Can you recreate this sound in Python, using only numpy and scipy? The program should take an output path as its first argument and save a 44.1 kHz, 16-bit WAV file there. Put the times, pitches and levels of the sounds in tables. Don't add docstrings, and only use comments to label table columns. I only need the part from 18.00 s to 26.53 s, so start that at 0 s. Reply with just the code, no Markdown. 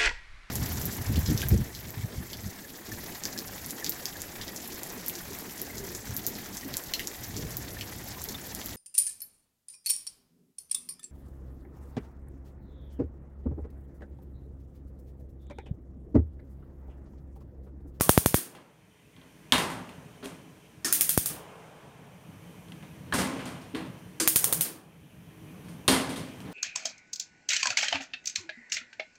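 import sys
import numpy as np
from scipy import signal
from scipy.fft import rfft, irfft, next_fast_len
from scipy.io import wavfile
from scipy.ndimage import uniform_filter1d

SR = 44100
rng = np.random.default_rng(int(sys.argv[2]) if len(sys.argv) > 2 else 0)


def to_linear_factor(level_db):
    exponent = np.asarray(level_db, float) / 20
    return 10 ** exponent


def to_wav(s):
    ch = np.atleast_2d(s).T
    pcm = np.round(np.clip(ch, -1, 1) * 32767)
    wavfile.write(sys.argv[1], SR, pcm.astype(np.int16))


N = 376173
KNOCK_DELAY_S = .0006
TAIL_SAMPLES = 28000
MAINS_HZ, MAINS_DB = 58.2, -73.5
RECOVER_DB_PER_S = 17.5
SWELL_RISE_DB_PER_S = 86
BODY_DB, BODY_WIDTH = 1.5, .45
EDGE_HZ = 4700

# (frequency [Hz], density [dB/Hz])
RUMBLE_COLOUR = [(26, -47.5), (45, -23.5), (76, -9), (167, 1), (278, -15.5), (318, -8), (354, -23.5),
                 (409, -16), (450, -22.5), (580, -44), (990, -120)]
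ROAR_COLOUR = [(260, -21.5), (450, -0.5), (472, -3.5), (1030, -8), (1180, -10), (1700, -16), (2200, -40),
               (3520, -120)]
FLUTTER_COLOUR = [(940, -30.5), (1600, -2), (2330, 0), (2900, -3), (3140, -2.5), (3800, -10.5), (4940, -40),
                  (8360, -120)]
HISS_COLOUR = [(2240, -31), (3800, -5.5), (5500, -5), (6090, -4), (6920, -5), (8750, -10), (10500, -12),
               (13600, -36), (22000, -120)]
THIN_HISS_COLOUR = [(6180, -31), (10500, 2.5), (15100, -0.5), (16200, -13), (16500, -39)]
# (frequency [Hz], width [Hz], lift [dB])
NOZZLE_MODES = [(2470, 120, 2.5), (3050, 70, 5), (5900, 300, 1.5), (8900, 600, 10), (10600, 300, -1.5)]
# (frequency [Hz], level [dB rms])
JET_WHINES = [(4258, -88.5), (5798, -86), (5857, -87.5), (6331, -84), (7693, -96.5), (8043, -88.5),
              (8699, -91.5), (8872, -85), (10174, -87.5)]
# (frequency [Hz], level [dB rms])
TUBE_DRONES = [(317.6, -70.5), (419.9, -71), (473.7, -75), (619.1, -75), (1007, -81)]
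BURNERS_LIT = [
    .2,
    3.25,
    6.45,
]
# (peak time [s], roar [dB], fall [dB/s],
# brightness [dB], depth [dB])
SWELLS = [(0.021, -46, 27, -8, -3), (1.7, -53.5, 14.5, 0, 3), (3.0, -56, 38.5, -11, -15),
          (3.36, -48.5, 12.5, -5.5, -5.5), (3.6, -65, 30, 1.5, -4), (3.85, -68.5, 40, -4, 13.5),
          (.57, -69, 60, 3, -3), (5.36, -46.5, 37, 1.5, 0), (6.48, -42.5, 49.5, -7.5, -6),
          (8.1, -63.5, 20, 14.5, 6.5), (8.5, -51, 30, -15, 6.5)]
# (time [s], depth [dB], hold [s])
GAIN_DUCKS = [
    (0.401, -15, 0.31),
    (1.6, -3, 0.72),
    (2.3, -4, 0.51),
    (3.35, -10, 0.58),
    (5.3, -4.5, 0.33),
    (5.8, -0.5, 0.37),
    (6.65, -12, 0.23),
    (7.95, 2, 0.52),
]

# (frequency [Hz], T60 [s])
KITCHEN_T60 = [(100, 0.69), (260, 0.67), (700, 0.69), (1840, 0.48), (4850, 0.38), (12800, 0.29)]
# (frequency [Hz], width [Hz], lift [dB])
OVEN_MODES = [(173, 15, 3), (262, 26, 10), (320, 3.1, 6.5), (417, 35, 1), (807, 44, 1.5), (1047, 40, 3.5),
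              (1680, 61, 3), (2030, 66, 4.5), (2800, 68, 4), (3230, 70, 6), (3600, 150, 3), (4200, 120, 1),
              (8900, 380, 5)]
# (time [s], peak [dB], frequency [Hz], T60 [s])
THUMPS = [(1.528, -51, 250, 0.15), (1.981, -28, 151, 0.058), (2.227, -32, 399.6, 0.15),
          (2.252, -28, 267.4, 0.16), (5.147, -45, 270, 0.12), (5.182, -21, 189, 0.33),
          (5.736, -24, 279, 0.2), (5.751, -26.5, 320, 0.34), (6.207, -26.5, 320, 0.4),
          (7.884, -16.5, 403, 0.19), (7.895, -24, 262.2, 0.43), (8.454, -34.5, 294, 0.28)]
# (time [s], peak [dB], frequency [Hz], T60 [s])
CLINKS = [(.02, -40, 1153, 0.34), (.345, -40.5, 2210, 0.11), (1.5232, -24.5, 3690, 0.27),
          (1.524, -24, 3300, 0.092), (1.53, -28.5, 4060, .2), (1.5235, -27, 1750, .12),
          (1.5235, -28, 2972, .2), (1.524, -30, 820, .3), (1.5245, -34, 4400, .08),
          (2.8462, -34.5, 1798, .2), (2.8465, -28, 5400, .09), (2.8495, -25, 6500, .04),
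          (2.8475, -32, 8484, .15), (2.846, -42, 1480, 0.22), (2.862, -38.5, 1667, .2),
          (2.879, -38, 1350, 0.16), (2.883, -38, 5350, .12), (5.1243, -20.5, 1680, .05),
          (5.1243, -28.5, 1100, .06), (5.124, -26, 3100, .015), (5.124, -33, 4000, .015),
          (5.137, -26, 1050, .08), (5.144, -26, 1590, 0.044), (6.2, -30, 2050, .03), (6.204, -31, 490, .06),
          (6.219, -34, 327, 0.24), (6.2025, -36, 4900, .03), (6.206, -30, 9200, .04),
          (6.2245, -34, 4950, .04), (6.611, -38.5, 2950, .1), (7.8795, -8.5, 9000, .012),
          (7.881, -21, 3800, 0.056), (7.885, -27, 4280, 0.11), (7.882, -22, 2800, .02),
          (7.88, -18, 6600, .01), (8.31, -61, 3150, .9)]

# (time [s], snap peak [dB], snap pitch [Hz], sizzle [dB], after-sound [dB])
TICKS = [(0.5496, -51, 2900, -12, -14), (0.5499, -41, 1270, -11, -9.5), (1.1643, -46.5, 3260, -21, -10),
         (1.2146, -45.5, 3280, -24, -11), (1.8911, -37.5, 2510, -9, -15), (4.6843, -47, 3300, -7, -11),
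         (4.7202, -35, 2960, -12, -20), (4.8259, -44, 2630, -12, -7), (5.0629, -55.5, 2780, -19, 5),
         (5.4142, -50, 2970, -18, -13), (5.7479, -29.5, 2220, -21.5, -29), (8.4033, -44.5, 3090, 0.5, -9.5)]
# (time [s], snap peak [dB], snap pitch [Hz], sizzle [dB], after-sound [dB])
KNOBS = [(1.522, -5, 3350, -9.5, -17), (1.580, -18.5, 1800, -3.5, -13.5), (1.701, -27.5, 1340, -9, -11.5),
         (2.227, -39.5, 1550, -17, -3), (2.242, -38, 3200, -2.5, -7), (2.257, -35.5, 3270, 2.5, -17),
         (5.1235, -22.5, 1680, -20, -7), (5.137, -24.5, 8500, -4.5, -2), (5.183, -27.5, 4540, -6, 0.5),
         (5.393, -32.5, 2570, -16, -8.5), (5.455, -35.5, 7060, -8.5, -3.5), (5.491, -42, 4200, -12, -11),
         (5.6152, -49, 5000, -10, 0), (5.7474, -31.5, 3050, -14.5, -4.5)]
# (time [s], snap peak [dB], snap pitch [Hz], sizzle [dB], after-sound [dB])
FAR_KNOB = [
    (7.641, -56, 3000, -10, 2),
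    (7.684, -44.5, 1680, -6, -7.5),
    (7.879, -8, 3800, -8, -10.5),
    (7.914, -23.5, 9500, -3, -6),
    (8.0924, -35, 4500, -8, -2),
    (8.1593, -38.5, 3500, -8.5, 1),
    (8.449, -49.5, 1330, -27, 2),
    (8.519, -48, 4000, -7, -1.5),
]
# (time [s], snap peak [dB], snap pitch [Hz], sizzle [dB], after-sound [dB])
BUTTON_RIGHT = [
    (0.00037, -45, 3450, 11.5, -8),
    (0.366, -32.5, 1900, -16, -9.5),
    (2.8455, -28, 5300, -5, 1.5),
    (3.2968, -33, 3050, -16, -12),
]
# (time [s], snap peak [dB], snap pitch [Hz], sizzle [dB], after-sound [dB])
BUTTON_LEFT = [
    (6.1992, -21.5, 6030, -8.5, -2),
    (6.6496, -29, 4930, -23, -10.5),
]
# (frequency [Hz], density [dB/Hz])
PANEL_COLOUR = [(35, -58), (60, -3.5), (258, 3.5), (546, -3.5), (777, -11.5), (895, -10), (2040, -15.5),
                (2400, -16), (3670, -20), (7960, -19), (9170, -17), (15000, -27.5), (16500, -49.5)]
PANEL_END_COLOUR = [(35, -58), (60, -4), (258, 4), (480, -1.5), (800, -12.5), (1200, -14.5), (2400, -17.5),
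                    (4000, -18), (7900, -19), (9100, -14.5), (15000, -29), (16500, -50)]
PLASTIC_COLOUR = [(59, -62), (100, -29.5), (317, -7), (466, -20.5), (699, -20), (1240, -11), (3940, -13.5),
                  (4780, -8.5), (5320, -14.5), (9070, -11), (15100, -19), (16500, -43.5)]
# (frequency [Hz], width [Hz], lift [dB])
SWITCH_RIGHT_MODES = [(1240, 130, 2.5), (1630, 150, 0), (1800, 80, 4), (4340, 97, -0.5), (5300, 220, 6),
                      (6380, 160, 7), (8460, 98, 2), (9700, 150, 1.5)]
SWITCH_LEFT_MODES = [(1605, 96, 2.5), (4930, 250, 4), (6030, 110, 6.5), (7420, 110, 10), (9200, 240, 12),
                     (9550, 100, -2)]

# (time [s], signed height [full scale], rise [s])
WIRING_POPS = [(.00978, -.46, 0), (.09341, -.62, 0), (.09385, 1.5, 0), (.1772, -1.3, 0), (.26063, .74, 0),
               (.34375, -.8, 0), (3.0096, -.045, 0), (3.0931, -.03, 0), (3.17658, .6, .00028),
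               (6.2759, -.06, 0), (6.3597, -.14, 0), (6.5265, -.085, 0)]
BURST_STARTS = [
    .0098,
    2.9259,
    6.2758,
]
# (time [s], crack peak [dB], low suction spike [dB], room [dB], burner cap ping [dB])
SPARKS = [(0.0091, -13, -0.5, -9.5, -20.5), (0.0927, -8, -15, -12.5, -28), (0.176, -14.5, -13, -12.5, -25),
          (0.2593, -11, -9, -15, -13), (0.342, -13, -19, -10.5, -10.5), (2.9263, -8, -6, -11.5, -23),
          (3.009, -7.5, -9, -13.5, -32), (3.0924, -10.5, -9.5, -12, -17.5),
          (3.1765, -12.5, -6.5, -12.5, -33), (3.259, -15, -7.5, -12.5, -18.5),
          (6.2751, -7, -5.5, -12.5, -17), (6.3599, -7, -5, -13, -18), (6.4433, -9.5, -8, -15, -18),
          (6.525, -10, -2, -15.5, -12), (6.6095, -12, -7, -12.5, -11.5)]
# (delay [s], level [dB])
CRACK_PATHS = [(0, -2.5), (.0006, 2), (.0011, -3.5), (.0014, -9.5), (.0019, -3.5), (.0026, -13.5),
               (.0035, -0.5), (.0048, -13), (.0063, -12.5), (.0080, -1.5), (.0087, -3), (.0097, -12.5),
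               (0.0111, -7.5)]
# (frequency [Hz], density [dB/Hz])
CRACK_COLOUR = [(880, -30.5), (1500, -11), (4090, -8), (6890, -0.5), (7770, -3), (8860, 5.5), (15200, 3.5),
                (16000, 4.5), (16500, -18.5)]
# (frequency [Hz], width [Hz], lift [dB])
GRATE_MODES = [(3300, 160, 4), (8650, 280, 4.5)]


def unit(x):
    return x / np.sqrt(np.mean(x ** 2, axis=-1, keepdims=True) + 1e-20)


def along(points, hz):
    f, v = np.transpose(points)
    return np.interp(np.log(hz + 1), np.log(f + 1), v)


def filtered(x, response):
    m = next_fast_len(x.shape[-1] + 8192)
    spectrum = rfft(x, m) * response(np.fft.rfftfreq(m, 1 / SR))
    return irfft(spectrum, m)[..., :x.shape[-1]]


def causal(x, colour):
    gain = to_linear_factor(along(colour, np.fft.rfftfreq(2048, 1 / SR)))
    cepstrum = irfft(np.log(gain + 1e-6))
    cepstrum[1:1024] *= 2
    kernel = irfft(np.exp(rfft(cepstrum[:1025], 2048)))
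    return signal.fftconvolve(x, kernel[None] / abs(kernel).max(), axes=1)[:, :x.shape[1]]


def hollow(hz, modes):
    return sum(db / (1 + (2 * (hz - centre) / width) ** 2) for centre, width, db in modes)


def placed(times_s, rows):
    start = np.round(np.asarray(times_s) * SR).astype(int)[:, None]
    at = start + np.arange(rows.shape[1])
    return np.bincount(at.ravel(), rows.ravel(), N + 2 * SR)[:N]


def whines():
    t, out = np.arange(N) / SR, 0
    for hz, db in JET_WHINES + TUBE_DRONES + [(MAINS_HZ, MAINS_DB)]:
        knots = rng.standard_normal(50)
        slow = lambda v: np.interp(t * 5, np.arange(len(v)), v)
        swell = slow(np.sqrt(2) * to_linear_factor(db + 1.9 * knots))
        out = out + swell * np.sin(2 * np.pi * hz * t + slow(1.5 * knots))
    return out


def rush(colour_db, patchy_db):
    z = signal.stft(rng.standard_normal(N + 512), nperseg=512)[2]
    field = uniform_filter1d(rng.standard_normal(z.shape), 5, 0)
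    field = uniform_filter1d(field, 10, 1)
    noise = signal.istft(z * to_linear_factor(patchy_db * field / field.std()), nperseg=512)[1][:N]
    return unit(filtered(noise, lambda hz: to_linear_factor(colour_db(hz))))


def air():
    t = np.arange(0, N + 256, 256) / SR
    sample_s = np.arange(N) / SR

    s, depth_db, held_s = np.transpose(GAIN_DUCKS)[..., None]
    duck_db = np.minimum(depth_db + RECOVER_DB_PER_S * np.maximum(t - s - held_s, 0), 0)
    gain_db = np.where(t > s, duck_db, 0).min(axis=0)
    burners = np.sum(t > np.array(BURNERS_LIT)[:, None], axis=0)

    s, roar_db, fall_db_per_s, bright_db, deep_db = np.transpose(SWELLS)[..., None]
    swell_db = roar_db - np.where(t > s, fall_db_per_s * (t - s), SWELL_RISE_DB_PER_S * (s - t))
    bright_swell_db = swell_db + bright_db

    def level(steady_db, db_per_burner, ducked, surge_db):
        steady = to_linear_factor(steady_db + db_per_burner * burners + ducked * gain_db)
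        return np.interp(sample_s, t, np.sqrt(steady ** 2 + np.sum(to_linear_factor(surge_db) ** 2, axis=0)))

    rumble = level(-54.5, 3.13, 0.86, swell_db + deep_db)
    rumble = rumble * rush(lambda hz: along(RUMBLE_COLOUR, hz) + 0.71 * hollow(hz, OVEN_MODES), patchy_db=2.5)
    roar = level(-63.5, 1.85, 0.99, swell_db)
    roar = roar * rush(lambda hz: along(ROAR_COLOUR, hz) + 0.13 * hollow(hz, OVEN_MODES), patchy_db=0.3)
    flutter = level(-64, 0.99, 0.53, bright_swell_db - 4.5)
    flutter = flutter * rush(lambda hz: along(FLUTTER_COLOUR, hz) + hollow(hz, NOZZLE_MODES), patchy_db=1.4)
    hiss = level(-66.5, -.4, 0.62, bright_swell_db - 11.0)
    hiss = hiss * rush(lambda hz: along(HISS_COLOUR, hz) + hollow(hz, NOZZLE_MODES), patchy_db=0.3)
    thin = level(-71.5, 1.6, 0.68, bright_swell_db - 22)
    thin = thin * rush(lambda hz: along(THIN_HISS_COLOUR, hz), patchy_db=0.3)
    tones = np.interp(sample_s, t, to_linear_factor(3.5 + 0.82 * gain_db)) * whines()
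    return rumble + roar + flutter + hiss + thin + tones


def room(colour_db, count, size, stretch, wait_s, rise_s):
    noise = rng.standard_normal((count, size))
    noise = unit(filtered(noise, lambda hz: to_linear_factor(colour_db(hz))))
    hz, t, z = signal.stft(noise, SR, nperseg=256)
    lumps = to_linear_factor(1.1 * rng.standard_normal((count, 1, len(t))) * np.exp(-t / .25))
    decay = to_linear_factor(-60 * t / (stretch * along(KITCHEN_T60, hz))[:, None])
    tail = signal.istft(z * lumps * decay, SR, nperseg=256)[1][:, :size]
    since_s = np.maximum(np.arange(size) / SR - wait_s, 0)
    return tail * (1 - np.exp(-since_s / rise_s))


def thumps():
    s, db, hz, t60_s = np.transpose(THUMPS)[..., None]
    t = np.arange(SR // 4) / SR
    pair = np.sin(2 * np.pi * hz * t) + 0.38 * np.sin(2 * np.pi * 1.52 * hz * t)
    envelope = to_linear_factor(db - 3.5 - 60 * t / t60_s) * (1 - np.exp(-t / 0.005))
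    return placed(s[:, 0], envelope * pair)


def clinks():
    s, db, hz, t60_s = np.transpose(CLINKS)[..., None]
    t = np.arange(SR // 4) / SR
    wander = np.cumsum(rng.standard_normal((len(s), len(t))), axis=1) * 0.055
    envelope = to_linear_factor(db - 60 * t / t60_s) * (1 - np.exp(-t / .0003))
    return placed(s[:, 0], envelope * np.sin(2 * np.pi * hz * t + wander))


def ringing(modes, count, t60_s):
    hz, _, db = np.transpose([m for m in modes if m[0] > 600])[..., None]
    luck = rng.standard_normal((count, len(hz), 2))
    t = np.arange(SR // 8) / SR
    fade = to_linear_factor(db + 0.81 * luck[..., :1] - 60 * t / (t60_s * (1500 / hz) ** 0.36))
    tones = np.sin(2 * np.pi * hz * (1 + 0.0054 * luck[..., 1:]) * t)
    return np.sum(fade * tones, axis=1) * (1 - np.exp(-t / 0.0015))


def knocks(table, spectrum, modes, sizzle_ref_db, boom_at_full_db, boom_lost_per_db, snap_t60_s,
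           ring_db, ring_t60_s, size, stretch, rise_s):
    s, db, snap_hz, sizzle_db, wet_db = np.transpose(table)[..., None]
    boom_db = boom_at_full_db - boom_lost_per_db * db
    t = np.arange(1000) / SR
    snap = np.sin(2 * np.pi * snap_hz * t) * to_linear_factor(-60 * t / snap_t60_s) * (1 - np.exp(-t / 0.000082))
    grit = to_linear_factor(sizzle_db) * rng.standard_normal((len(s), len(t))) * to_linear_factor(-60 * t / 0.013)
    snap = snap + filtered(grit, lambda hz: 1 / (1 + 1j * hz / 9000) ** 2)

    def colour_db(hz):
        low = np.clip(np.log(900 / (hz + 1)) / np.log(2), 0, 1) * boom_db
        high = np.clip(np.log((hz + 1) / 4300) / np.log(1.4), 0, 1) * (sizzle_db - sizzle_ref_db)
        body = BODY_DB / (1 + ((hz / snap_hz - 1) / BODY_WIDTH) ** 4)
        return along(spectrum, hz) + hollow(hz, modes) + body + low + high

    tail = room(colour_db, len(s), size, stretch, wait_s=0.00011, rise_s=rise_s)
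    ring = to_linear_factor(ring_db) * ringing(modes, len(s), ring_t60_s)
    parts = (to_linear_factor(3.5) * snap, ring, to_linear_factor(wet_db) * tail)
    return sum(placed(s[:, 0] + KNOCK_DELAY_S, to_linear_factor(db) * part) for part in parts)


def ticks():
    return knocks(TICKS, PANEL_COLOUR, OVEN_MODES, -2, boom_at_full_db=-26, boom_lost_per_db=0.47,
                  snap_t60_s=0.0054, ring_db=-19, ring_t60_s=0.045,
                  size=TAIL_SAMPLES // 3, stretch=1.0, rise_s=.002)


def knobs():
    near = knocks(KNOBS, PANEL_COLOUR, OVEN_MODES, -4.5, boom_at_full_db=-13.0, boom_lost_per_db=0.19,
                  snap_t60_s=0.0057, ring_db=-40.0, ring_t60_s=0.5,
                  size=TAIL_SAMPLES, stretch=1.276, rise_s=.001)
    far = knocks(FAR_KNOB, PANEL_END_COLOUR, OVEN_MODES, -5.5, boom_at_full_db=-12.5, boom_lost_per_db=0.16,
                 snap_t60_s=0.0057, ring_db=-35, ring_t60_s=0.35,
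                 size=TAIL_SAMPLES * 3 // 4, stretch=1.275, rise_s=0.0014)
    return near + far


def button():
    right = knocks(BUTTON_RIGHT, PLASTIC_COLOUR, SWITCH_RIGHT_MODES, -11.5, boom_at_full_db=-18.5,
                   boom_lost_per_db=0.95, snap_t60_s=0.0039, ring_db=-20.0, ring_t60_s=0.15,
                   size=TAIL_SAMPLES, stretch=0.99, rise_s=0.00057)
    left = knocks(BUTTON_LEFT, PLASTIC_COLOUR, SWITCH_LEFT_MODES, -12, boom_at_full_db=-13.5,
                  boom_lost_per_db=0.94, snap_t60_s=0.0025, ring_db=-22.5, ring_t60_s=0.12,
                  size=TAIL_SAMPLES, stretch=0.82, rise_s=0.00066)
    return right + left


def pops():
    s, height, rise_s = np.transpose(WIRING_POPS)[..., None]
    ramp = np.arange(32) <= rise_s * SR
    impulses = placed(s[:, 0], height * ramp / ramp.sum(axis=1, keepdims=True))

    def response(hz):
        f = 1j * hz
        low_cut = f ** 3 / ((f + 88) * (f + 127) * (f * f + 76 * f + 70 ** 2))
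        return low_cut * SR / (2 * np.pi * (1 + f / EDGE_HZ))

    return filtered(impulses, response)


def sparks():
    s, db, suction_db, wet_db, ping_db = np.transpose(SPARKS)
    first = np.array(BURST_STARTS)[abs(s[:, None] - BURST_STARTS).argmin(axis=1)]
    s = first + np.round((s - first) * 12) / 12

    delay_s, path_db = np.transpose(CRACK_PATHS)
    luck = rng.standard_normal((len(s), len(delay_s), 2))
    jitter_s = (delay_s > 0) * 0.00029 * luck[..., 0]
    at = np.round(SR * (delay_s + jitter_s)).astype(int).clip(0)
    arrivals = np.zeros((len(s), 1500))
    np.add.at(arrivals, (np.arange(len(s))[:, None], at), to_linear_factor(path_db + 3.2 * luck[..., 1]))

    t = np.arange(arrivals.shape[1]) / SR
    spread = signal.fftconvolve(arrivals, to_linear_factor(-60 * t[None] / 0.0038), axes=1)[:, :len(t)]
    needles = (spread + 0.57 * to_linear_factor(-60 * t / 0.034)) * rng.standard_normal(arrivals.shape)
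    suction = filtered(-arrivals * to_linear_factor(-60 * t / 0.044),
                       lambda hz: 1j * hz / (600 + 1j * hz) / (1 + 1j * hz / 4000) ** 2)
    ping = to_linear_factor(ping_db[:, None] - 60 * t / 0.013) * np.sin(2 * np.pi * 3500 * t)
    direct = causal(needles, CRACK_COLOUR) + 15 * to_linear_factor(suction_db)[:, None] * suction + 4 * ping
    direct = to_linear_factor(db - 12.0)[:, None] * direct

    tail = room(lambda hz: along(CRACK_COLOUR, hz) + hollow(hz, GRATE_MODES), len(s),
                size=TAIL_SAMPLES // 2, stretch=0.93, wait_s=0.0053, rise_s=0.0018)
    return placed(s, direct) + placed(s, to_linear_factor(db + wet_db)[:, None] * tail)


def scene():
    handling = thumps() + clinks() + ticks() + knobs() + button()
    return (air() + handling + pops() + sparks())[None]


def roll_off(x):
    return signal.sosfilt(signal.butter(12, 16970, fs=SR, output="sos"), x)


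def record(dry):
    held = dry / (1 + abs(dry / .98) ** 8) ** (1 / 8)
    mix = filtered(held, lambda hz: to_linear_factor(np.interp(hz, [15700, 16100, 17000], [0, -20, -22])))
    return roll_off(mix)


dry = scene()
out = record(dry)
to_wav(out)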